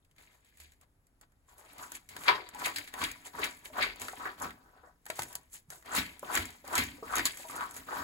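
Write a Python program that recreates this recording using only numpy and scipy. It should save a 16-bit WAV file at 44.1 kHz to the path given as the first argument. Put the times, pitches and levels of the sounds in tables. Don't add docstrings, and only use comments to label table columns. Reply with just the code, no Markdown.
import sys
import numpy as np
from scipy import signal
from scipy.fft import rfft, irfft, next_fast_len
from scipy.io import wavfile
from scipy.ndimage import uniform_filter1d

SR = 44100
rng = np.random.default_rng(int(sys.argv[2]) if len(sys.argv) > 2 else 0)


def dump_mix(stems):
    frames = np.atleast_2d(stems).T
    limited = np.clip(frames, -1, 1)
    pcm = np.round(limited * 32767).astype(np.int16)
    wavfile.write(sys.argv[1], SR, pcm)


def rack_gain(trim_db):
    fader = np.asarray(trim_db, float)
    return 10 ** (fader / 20)


N = 354123
TRAY, SEEDS, PAPER, SHAKING = 1, 2, 3, 4


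def evened(x):
    return x / np.sqrt(np.mean(x ** 2) + 1e-20)


def read(points, hz, axis=1):
    table = np.transpose(points)
    return np.interp(np.log(hz + 1), np.log(table[0] + 1), table[axis])


def body(colour, peaks=(), peak_db=0.):
    hz = abs(np.fft.fftfreq(8192, 1 / SR))
    lift = 0 * hz
    for f, width_hz, db in peaks:
        lift += rack_gain(db + peak_db) / (1 + (2 * (hz - f) / width_hz) ** 2)
    log_gain = np.log(rack_gain(read(colour, hz)) * (1 + lift))
    minimum_phase = -signal.hilbert(log_gain).imag
    taps = np.fft.ifft(np.exp(log_gain + 1j * minimum_phase)).real[:4096]
    return taps / np.linalg.norm(taps)


def ringing(drive, taps):
    return signal.oaconvolve(drive, taps[None], axes=1)[:, :N]


def band(x, hz, width_hz):
    b, a = signal.iirpeak(hz, hz / width_hz, SR)
    return evened(signal.lfilter(b, a, signal.lfilter(b, a, x)))


# frequency in Hz, level in dB per Hz.
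FLOOR_COLOUR = [(12, -29), (20, -1.5), (65, 0), (241, -17), (1800, -27), (3000, -37), (5500, -42),
                (10000, -30), (16000, -50)]
FLOOR_DB = -72.5


def hush():
    return rack_gain(FLOOR_DB + 2.5) * ringing(rng.standard_normal((2, N)), body(FLOOR_COLOUR))


# start in seconds,
# peak in dB, pitch in Hz, t60 in seconds.
PUFFS = [(.025, -68, 3500, .04), (.192, -62, 3800, 0.028), (.222, -64, 2300, .08), (.277, -63, 2200, .03),
         (.465, -57, 7300, .02), (.556, -62, 7500, .02), (.603, -58, 2350, .3), (.82, -62, 1100, .1),
         (2.281, -17, 1080, .22), (2.641, -38, 3900, .05), (2.655, -34, 7000, .04), (2.655, -28, 2300, .1),
         (2.698, -36, 900, .06), (2.76, -30, 4550, 0.092), (2.76, -38, 7350, .05), (2.784, -33, 2500, .02),
         (2.789, -38, 2000, .03), (2.876, -40, 2100, .03), (3.415, -37, 4000, .06),
         (3.425, -28, 2100, 0.065), (3.442, -33, 5800, .03), (3.811, -35, 3800, .05),
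         (3.823, -25, 2250, .2), (3.823, -28, 4000, .06), (4.419, -34.5, 7000, 0.068),
         (4.419, -34.5, 10800, 0.069), (4.78, -56, 1400, .1), (4.872, -44, 700, .04),
         (5.566, -50, 3210, .02), (5.703, -40, 1640, 0.035), (5.722, -42, 1550, 0.045),
         (5.724, -45.5, 750, .05), (5.862, -42, 500, .03), (6.34, -28, 7800, .02),
         (6.352, -20, 6900, 0.029), (6.375, -24, 2080, 0.055), (6.454, -33, 7200, .015),
         (6.795, -29, 2150, 0.16), (6.865, -37, 7000, 0.033), (7.155, -22, 6800, 0.022),
         (7.166, -23, 6760, .025), (7.203, -29, 2150, .1), (7.254, -20, 4240, .06), (7.254, -24, 7200, .04),
         (7.254, -28, 1130, 0.071), (7.264, -26, 3500, .04), (7.428, -46, 3800, .02),
         (2.547, -40, 900, .15), (3.394, -32, 450, .06), (3.8, -30, 600, .06), (6.34, -30, 780, .08),
        (6.725, -33, 800, .1), (6.678, -44, 4500, .03), (6.262, -48, 6500, .03), (2.94, -36, 910, .1),
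        (3.338, -42, 1000, .1), (3.735, -41, 1000, .1), (4.2, -34, 1150, 0.17), (4.254, -27, 1200, .08),
        (4.423, -29, 1096, .1), (5.915, -32, 1350, .1), (6.229, -34, 1110, 0.086), (6.643, -45, 900, 0.066),
        (6.98, -44, 500, .08), (7.027, -37.5, 1150, .18), (7.1, -35, 1400, .12), (7.441, -40, 900, .12),
        (7.495, -39, 1200, .12), (7.495, -44, 2200, .08), (7.575, -35, 1450, .2), (7.607, -26, 1090, 0.16),
        (7.625, -29, 1200, .15), (7.885, -33, 1300, 0.17), (7.955, -31, 950, .12), (2.656, -30, 11100, .05),
        (6.352, -26, 11000, .03), (7.155, -24, 10900, .03), (7.165, -28, 11000, 0.028),
        (7.254, -22, 11000, .06), (5.918, -36.5, 7200, .06), (5.953, -30, 7000, 0.028),
        (5.965, -28, 4200, .04), (5.984, -26, 3800, 0.088), (6.753, -27, 4000, .03),
        (6.779, -25, 4300, 0.065), (6.836, -38, 4500, .02), (7.577, -41, 4500, .02)]
HUSK_WIDTH, HUSK_RISE_S = .22, .0015


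def husks():
    out, t = np.zeros((2, N + SR)), np.arange(SR // 8) / SR
    rise = np.minimum(t / HUSK_RISE_S, 1)
    for s, db, hz, t60 in PUFFS:
        ring = band(rng.standard_normal((2, len(t))), hz, HUSK_WIDTH * hz)
        out[:, round(s * SR):][:, :len(t)] += rack_gain(db - 5 - 60 * t / t60) * ring * rise
    return out[:, :N]


# start in seconds, tray level in dB, seeds level in dB, paper level in dB.
TICKS = [(.048, -85, -64, -68), (.163, -73, -65, -66), (.329, -75, -66, -66), (.572, -75, -64, -56),
         (.735, -75, -65, -66), (.112, -87, -63, -67.5), (.182, -64, -51, -62), (.447, -76, -61, -63),
         (.601, -76, -49, -46), (.72, -69, -57, -60), (.812, -66, -79, -58), (1.068, -85, -71, -65),
         (1.212, -59, -62, -54), (1.32, -70, -79, -71), (1.581, -65, -75, -54.5)]
CRACKS = [(2.236, -76, -38, -43), (4.017, -51, -32, -37), (4.4, -60, -60, -43.5), (3.998, -60, -49, -42.5),
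          (3.252, -55, -49, -47.5), (5.328, -60, -57, -42), (5.825, -53, -55, -57), (7.742, -60, -52, -45),
          (7.908, -36, -45, -50), (5.055, -60, -52, -48), (5.064, -42, -39, -44),
          (5.192, -39, -26.5, -31.5), (5.22, -43, -33, -31.5), (5.353, -46, -55, -28),
          (6.194, -66.5, -61, -44), (6.754, -43, -44.5, -23), (7.166, -32, -39, -31.5),
          (2.784, -39, -28.5, -36), (7.51, -70, -60, -41.5), (7.676, -46, -59, -65),
          (7.71, -59, -53, -41.5), (6.352, -28, -31, -27.5), (7.155, -31, -29.5, -29),
          (6.505, -59, -58, -45.5), (6.79, -40, -24.5, -29), (7.194, -23, -26, -35.5)]
SNAPS = [(1.782, -64, -69, -43.5), (1.919, -40.5, -58, -36.5), (2.165, -37.5, -36, -39),
         (2.489, -48, -44.5, -42.5), (2.547, -59, -43.5, -45), (2.939, -36.5, -33.5, -40),
         (3.016, -46, -26, -47.5), (3.039, -45, -24, -29.5), (3.115, -66, -61, -37),
         (3.656, -64, -33.5, -45), (3.959, -53, -54, -48), (4.083, -29.5, -32, -42),
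         (4.506, -39.5, -39, -55), (5.101, -32.5, -26.5, -34.5), (5.232, -49, -52, -34),
         (5.703, -50, -52, -38), (5.859, -45.5, -66, -53), (5.984, -33, -22.5, -38),
         (6.374, -22.5, -25, -28), (6.455, -67, -58, -38), (6.677, -48, -51, -42.5),
         (6.763, -31, -36.5, -43), (6.836, -59, -49, -33.5), (7.372, -64, -65, -40.5),
         (7.608, -32.5, -40, -48), (6.779, -22.5, -28, -22.5), (7.182, -28, -28.5, -27),
         (3.826, -43.5, -20, -37)]
BURSTS = [
    (2.089, -67, -45.5, -46.5),
    (2.281, -21, -12.5, -46),
    (4.254, -29, -46, -58),
    (2.76, -65, -30, -37),
    (2.875, -53, -42, -48),
    (3.441, -34.5, -30, -34.5),
    (5.95, -50, -59, -31),
    (5.963, -52, -47, -31),
    (7.254, -66, -30, -24.5),
    (7.765, -42.5, -65, -40.5),
]
TICK_T60_S, CRACK_T60_S, SNAP_T60_S, BURST_T60_S = 0.063, 0.041, 0.043, 0.15


def snaps(layer, ring, crack):
    out, t = np.zeros(N + SR), np.arange(SR // 5) / SR
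    kinds = [(TICKS, TICK_T60_S), (CRACKS, CRACK_T60_S), (SNAPS, SNAP_T60_S), (BURSTS, BURST_T60_S)]
    for rows, t60 in kinds:
        burst = rack_gain(-60 * t / (ring * t60))
        shape = (burst + crack * np.exp(-t / 0.0011)) * np.minimum(t / 0.00032, 1)
        for row in rows:
            out[round(row[0] * SR):][:len(t)] += rack_gain(row[layer]) * shape
    return out[:N] * rng.standard_normal((2, N))


def slips(per_s, spread_db, grain_s, width_hz, smooth, clump_db):
    frames, hz, step_s = N // 32 + 5, np.fft.rfftfreq(128, 1 / SR), 32 / SR
    size = rack_gain(spread_db * np.minimum(rng.exponential(1, (frames, len(hz))), 2.7))
    size = size * (rng.random(size.shape) < per_s * step_s / len(hz))
    apart_hz = hz[:, None] - hz
    shape = size @ np.exp(-(apart_hz / width_hz) ** 2)
    shape = signal.lfilter([1], [1, -np.exp(-step_s / grain_s)], shape, axis=0)
    clumps = rng.standard_normal(size.shape) @ np.exp(-(apart_hz / (2 * width_hz)) ** 2)
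    clumps = evened(uniform_filter1d(uniform_filter1d(clumps, size=20, axis=0), size=12, axis=0))
    noise = rng.standard_normal((2, frames * 32))
    z = signal.stft(noise, nperseg=128, noverlap=96)[2][..., :frames]
    field = (evened(shape) + smooth) * rack_gain(clump_db * clumps)
    return evened(signal.istft(z * field.T, nperseg=128, noverlap=96)[1][:, :N])


def bumps(t, rows, rise_s=0., rise=0.):
    fade_db, gain = -25.5, 0 * t
    for s, db, length in rows:
        away = np.maximum((s - t) / (rise_s + rise * length), (t - s) / length)
        gain += rack_gain(db + fade_db * away)
    return gain


# landing in seconds,
# kick in seconds, then the drag's level in dB on the tray, among the seeds and on the paper.
RAKES = [(1.787, 1.832, -47, -59.5, -49), (2.11, 2.269, -46, -46.5, -46.5), (2.54, 2.67, -37, -37, -44),
         (2.935, 3.046, -35.5, -33, -42), (3.338, 3.443, -34.5, -33, -43.5),
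         (3.732, 3.828, -31, -27.5, -49), (4.174, 4.28, -41, -49, -63.5), (4.384, 4.454, -41, -49, -62),
         (5.856, 5.984, -33, -29.5, -40.5), (6.25, 6.368, -30.5, -28.5, -38),
         (6.65, 6.791, -31, -28, -38.5), (7.059, 7.184, -33.5, -31, -41), (7.49, 7.633, -36.5, -47, -51),
         (7.875, 7.978, -34.5, -43.5, -48.5)]
# level at landing in dB, time before the kick at full strength
# in seconds, fall in dB per second, build (1 = even rise in dB).
FOLLOW = [
    (-50.5, 0.047, 227.5, 1),
    (-54, 0.0083, 198.5, 2),
    (-61.5, 0.042, 144, 1.3),
    (-59, 0, 104, 1.5),
]
# peak in seconds, tray level in dB, seeds level in dB, paper level in
# dB, length in seconds.
RUSTLES = [(0.189, -59, -58.5, -62, 0.33), (0.833, -59.5, -61, -67, 0.024), (1.233, -61, -68, -66, 0.031),
           (1.493, -58.5, -65, -60.5, 0.17), (0.467, -86, -66.5, -69, 0.13),
           (1.594, -57, -78.5, -58.5, 0.24), (2.286, -26, -28, -63, 0.18), (3.665, -55, -55.5, -47, .08),
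           (1.953, -45.5, -40.5, -42, 0.035), (2.769, -46.5, -41.5, -47, 0.2), (3.266, -44, -47, -45, 0.06),
           (4.018, -42.5, -45, -43, 0.3), (5.092, -59, -57, -55, 0.41), (5.72, -49.5, -57, -47, 0.14),
           (7.263, -50, -32, -42, 0.072), (7.748, -52, -55, -54, 0.28)]
# peak in seconds, tray level in dB, seeds level in dB, paper level in dB, length in seconds.
SWELLS = [(0.617, -62.5, -55, -55.5, 0.15), (1.745, -55.5, -56, -62.5, 0.41), (4.775, -56, -68, -88, 0.12),
          (4.68, -63, -86, -106, 0.17), (4.86, -56, -74, -68, 0.11), (5.189, -46, -46.5, -44, 0.18),
          (5.325, -51.5, -60, -57, .13), (5.542, -91, -63.5, -42.5, 0.068), (7.41, -55, -52, -48.5, 0.465),
          (2.66, -32.5, -31.5, -36, .045), (4.445, -39, -47, -45, .05), (3.828, -40, -31.5, -43, 0.032),
          (2.6, -59.5, -51.5, -46, 0.031), (3.652, -59, -52, -46.5, .02), (5.56, -66, -55, -55, .05),
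          (0.347, -68, -68, -70, 0.044), (8.03, -43.5, -63, -58.5, 0.21)]
# peak in seconds, level in dB, length in seconds.
JOLTS = [(0.184, -66, .06), (1.711, -57.5, 0.046), (1.933, -59, 0.042), (2.091, -70.5, .05),
         (2.312, -48.5, 0.066), (2.638, -51, 0.05), (2.776, -46.5, 0.049), (3.01, -43, .06),
         (3.399, -45, 0.025), (3.781, -43, 0.06), (4.017, -40.5, 0.053), (4.435, -46.5, 0.07),
         (5.217, -48.5, 0.079), (5.983, -29.5, 0.058), (6.229, -51, .06), (6.377, -39.5, 0.096),
         (6.79, -35, 0.12), (7.036, -52, 0.082), (7.176, -44, .06), (7.786, -49, 0.12), (7.982, -48, 0.18)]
REST_DB = [
    -94,
    -100,
    -96,
    -81.5,
]
# its level in dB, and its share of the fall speed.
TAIL_DB = [
    -10,
    -8.5,
    -5,
    -9,
]
TAIL_PACE = [
    0.41,
    0.62,
    0.63,
    0.33,
]
RUSTLE_RISE_S, SWELL_RISE, JOLT_RISE = 0.032, 0.58, .3
LANDING_S, SHAKE_UNDER_DRAG_DB, SHAKE_SHARE = .011, -34.5, 0.6


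def effort(layer):
    t = np.arange(0, N / SR + .01, .002)
    land_db, lead_s, fall_db, build = FOLLOW[layer - 1]
    gain = rack_gain(REST_DB[layer - 1]) + 0 * t
    for land, kick, *dbs in RAKES:
        top_db = SHAKE_UNDER_DRAG_DB + SHAKE_SHARE * dbs[0] if layer == SHAKING else dbs[layer - 1]
        way = np.clip((t - land) / max(kick - lead_s - land, LANDING_S), 0, 1) ** build
        drag = rack_gain(land_db + (top_db - land_db) * way)
        fall = fall_db * np.maximum(t - kick, 0)
        tail = rack_gain(TAIL_DB[layer - 1] - TAIL_PACE[layer - 1] * fall)
        touch = np.clip((t - land) / LANDING_S + 1, 0, 1)
        gain += drag * np.maximum(rack_gain(-fall), tail) * touch
    if layer == SHAKING:
        gain += bumps(t, JOLTS, rise=JOLT_RISE)
    else:
        gain += bumps(t, np.array(RUSTLES)[:, [0, layer, -1]], rise_s=RUSTLE_RISE_S)
        gain += bumps(t, np.array(SWELLS)[:, [0, layer, -1]], rise=SWELL_RISE)
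    return np.interp(np.arange(N) / SR, t, gain)


# frequency in Hz, width in Hz, level in dB.
SEED_MODES = [(1710, 84, 2), (1873, 35, -1), (2067, 60, 5), (2300, 60, 1), (3242, 42, -1), (3827, 62, 1),
              (4700, 60, -4)]
# frequency in Hz, level in dB.
SEED_COLOUR = [(900, -53), (1500, -3.5), (2300, 3), (2900, -1.5), (4600, -3.5), (5400, -16), (7500, -29)]


def seeds():
    rattle = slips(per_s=2000, spread_db=4.9, grain_s=0.0019, width_hz=950, smooth=1.0, clump_db=1.5)
    drive = rack_gain(-2.5) * effort(SEEDS) * rattle + rack_gain(-3.5) * snaps(SEEDS, ring=0.55, crack=0.28)
    return ringing(drive, body(SEED_COLOUR, SEED_MODES, peak_db=-3.0))


# frequency in Hz, level in dB.
PAPER_COLOUR = [(2500, -8.5), (5500, -6), (7000, 2.5), (10000, 2), (12500, -3), (15750, -5.5), (16000, -31),
                (17000, -72)]


def paper():
    fizz = slips(per_s=500, spread_db=5., grain_s=.0008, width_hz=2500, smooth=1.7, clump_db=1.8)
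    drive = rack_gain(-1.5) * effort(PAPER) * fizz + rack_gain(1.0) * snaps(PAPER, ring=.6, crack=0.66)
    return ringing(drive, body(PAPER_COLOUR))


def scrape_hz():
    landing_hz, kick_hz, free_hz, free_s = 780, 1055, 810, 0.12
    times = (np.array(RAKES)[:, [0, 1, 1]] + [0, 0, free_s]).ravel()
    return np.interp(np.arange(N) / SR, times, np.tile([landing_hz, kick_hz, free_hz], len(RAKES)))


def resonate(x, hz, width_hz):
    turn = np.exp(2j * np.pi * np.cumsum(hz) / SR)
    r = np.exp(-np.pi * width_hz / SR)
    return 2 * (turn * signal.lfilter([1 - r], [1, -r], x / turn)).real


# frequency in Hz, width in Hz, level in dB.
TRAY_MODES = [(417, 20, -3), (737.6, 12, 0), (990, 20, -1), (1138, 25, 6), (1338, 25, 3), (1500, 30, 7)]
# frequency in Hz, level in dB.
TRAY_COLOUR = [(150, -33), (320, -1.5), (900, -3.5), (1400, 3), (1900, 7), (3000, -28)]
BARE_FOCUS, SEED_COVER = 0.74, 1.5


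def tray():
    rub = slips(per_s=4000, spread_db=3.8, grain_s=.002, width_hz=500, smooth=.9, clump_db=1.8)
    pitch = scrape_hz()
    focus = evened(resonate(resonate(rub, pitch, 800), pitch, 800))
    drag = effort(TRAY)
    bare = BARE_FOCUS * drag / (drag + SEED_COVER * effort(SEEDS))
    scrape = drag * ((1.1 - bare) * rub + (0.027 + bare) * focus)
    drive = rack_gain(-6.0) * scrape + rack_gain(-4.0) * snaps(TRAY, ring=1.21, crack=0.53)
    return ringing(drive, body(TRAY_COLOUR, TRAY_MODES, peak_db=-4.5))


# frequency in Hz, width in Hz, level in dB.
SHAKE_MODES = [(250, 40, 0), (286, 35, 1)]
# frequency in Hz, level in dB.
SHAKE_COLOUR = [(20, -37), (60, -4.5), (120, -9.5), (200, -9), (290, -6), (400, -28.5), (800, -24)]


def shaking():
    wobble = slips(per_s=1700, spread_db=3.5, grain_s=0.009, width_hz=500, smooth=1.2, clump_db=1.4)
    drive = effort(SHAKING) * wobble + rack_gain(-26) * snaps(TRAY, ring=0.77, crack=.1)
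    return ringing(drive, body(SHAKE_COLOUR, SHAKE_MODES, peak_db=3.))


# start in seconds, peak in dB, pitch in Hz, t60 in seconds.
KNOCKS = [(1.485, -55, 1080, 0.026), (4.133, -33, 759, 0.022), (3.7, -47.5, 617, .06),
          (4.835, -51, 505, 0.041), (5.063, -46, 840, 0.042), (5.1, -27, 645, 0.022),
          (5.191, -19.5, 845, 0.015), (5.702, -50, 1626, 0.0085), (6.229, -32, 560, 0.035),
          (6.642, -45.5, 563, 0.058), (7.026, -35, 450, 0.06), (7.396, -44.5, 556, 0.049),
          (7.449, -45, 650, 0.11)]
# start in seconds, peak in dB, pitch in Hz, length in seconds.
THUMPS = [
    (0.56, -62, 73.1, 0.17),
    (1.494, -70, 47.4, 0.13),
    (3.041, -57.5, 41.7, 0.12),
    (3.825, -57, 41.2, 0.17),
    (5.19, -46, 118, 0.025),
    (5.68, -56.5, 150.5, 0.023),
    (6.382, -48, 86.2, 0.083),
    (6.777, -45, 70, 0.036),
    (7.084, -55, 51.3, .2),
    (7.188, -50.5, 110, .06),
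]


def knocks():
    out, t = np.zeros(N + SR), np.arange(SR // 10) / SR
    for s, db, hz, t60 in KNOCKS:
        ring = sum(np.sin(2 * np.pi * hz * k * t) * g for k, g in [(.72, 0.22), (1, 1), (1.45, .45)])
        out[round(s * SR):][:len(t)] += rack_gain(db - 60 * t / t60) * ring * np.minimum(t / .001, 1)
    for s, db, hz, length in THUMPS:
        u = np.arange(round(3 * length * SR)) / SR
        age = u / length * 3
        swing = np.sin(2 * np.pi * hz * u) * (age * np.exp(1 - age)) ** 2
        out[round(s * SR):][:len(u)] += rack_gain(db) * swing
    return out[:N]


def wires():
    under_seeds_db, t60_s = -14, .45
    t = np.arange(0, N / SR, .002)
    gain = 0 * t
    for _, kick, _, seeds_db, _ in RAKES:
        gain += rack_gain(seeds_db + under_seeds_db - 60 * (t - kick) / t60_s) * (t > kick)
    buzz = band(rng.standard_normal((2, N)), hz=2200, width_hz=620)
    return np.interp(np.arange(N) / SR, t, gain) * buzz


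# frequency in Hz, t60 in seconds.
ROOM = [(100, 0.34), (1000, 0.11), (4000, 0.1), (12000, 0.05)]


def room(x):
    taps = rng.choice([-1., 1.], (2, SR // 2)) * (rng.random((2, SR // 2)) < .05)
    taps[:, :150] = 0
    hz, t, z = signal.stft(taps, SR, nperseg=256)
    tail = signal.istft(z * rack_gain(-60 * t / read(ROOM, hz)[:, None]), SR, nperseg=256)[1]
    return signal.fftconvolve(x, tail / np.linalg.norm(tail[0]), axes=1)[:, :N]


# frequency in Hz, likeness from 0 to 1, left minus right in dB.
PORTS = [(30, 0.86, 0.7), (275.5, 0.98, 0), (694, 0.48, 3.5), (1340, 0.15, 2.5), (3180, 0.27, 3),
         (6040, 0, 2.5), (6700, 0.82, 0), (16200, 0.65, 0)]
BASS_LAG_S, TREBLE_LEAD_S, TURN_HZ = 0.00022, 0.0002194, 3700


def ports(views):
    size = next_fast_len(N + 512)
    hz, (a, b) = np.fft.rfftfreq(size, 1 / SR), rfft(views, size)
    late, early = -2 * np.pi * hz * BASS_LAG_S, np.pi + 2 * np.pi * hz * TREBLE_LEAD_S
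    phase = np.where(hz < TURN_HZ, late, early)
    same = np.clip(read(PORTS, hz), 0, 1)
    tilt = rack_gain(read(PORTS, hz, axis=2) / 2)
    right = same * np.exp(1j * phase) * a + np.sqrt(1 - same ** 2) * b
    return irfft(np.array([a * tilt, right / tilt]), size)[:, :N]


def scene():
    near = rack_gain(-1.5) * (tray() + seeds() + paper()) + shaking() + knocks() + husks() + wires()
    return ports(near + rack_gain(-10.0) * room(near) + hush())


def joint_stereo(x, weak_db=4.5, from_hz=5000, side_top_hz=15100):
    mid_side = np.array([x[0] + x[1], x[0] - x[1]]) / 2
    hz, t, z = signal.stft(mid_side, SR, nperseg=2048, noverlap=1536)
    bands = uniform_filter1d(uniform_filter1d(abs(z) ** 2, size=16, axis=1), size=3, axis=2)
    power = np.repeat(bands[:, 8::16], 16, axis=1)[:, np.minimum(np.arange(1025), 1023)]
    weak = (power < power[::-1] * rack_gain(-2 * weak_db)) & (hz > from_hz)[:, None]
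    weak[1, hz > side_top_hz] = True
    total = power[:, hz > from_hz].sum((0, 1))
    steady = total < 3.5 * np.roll(total, 2)
    gain = np.where(weak & steady, .002, 1)
    mid, side = signal.istft(z * gain, SR, nperseg=2048, noverlap=1536)[1][:, :N]
    return np.array([mid + side, mid - side])


def low_pass(x):
    return signal.sosfilt(signal.butter(12, 16990, fs=SR, output="sos"), x)


def record(dry):
    edge = signal.firwin(255, 16400, window=("kaiser", 9), fs=SR)
    limited = signal.oaconvolve(dry, edge[None], "same", axes=1)
    mix = joint_stereo(limited)
    return low_pass(mix)


dry = scene()
out = record(dry)
dump_mix(out)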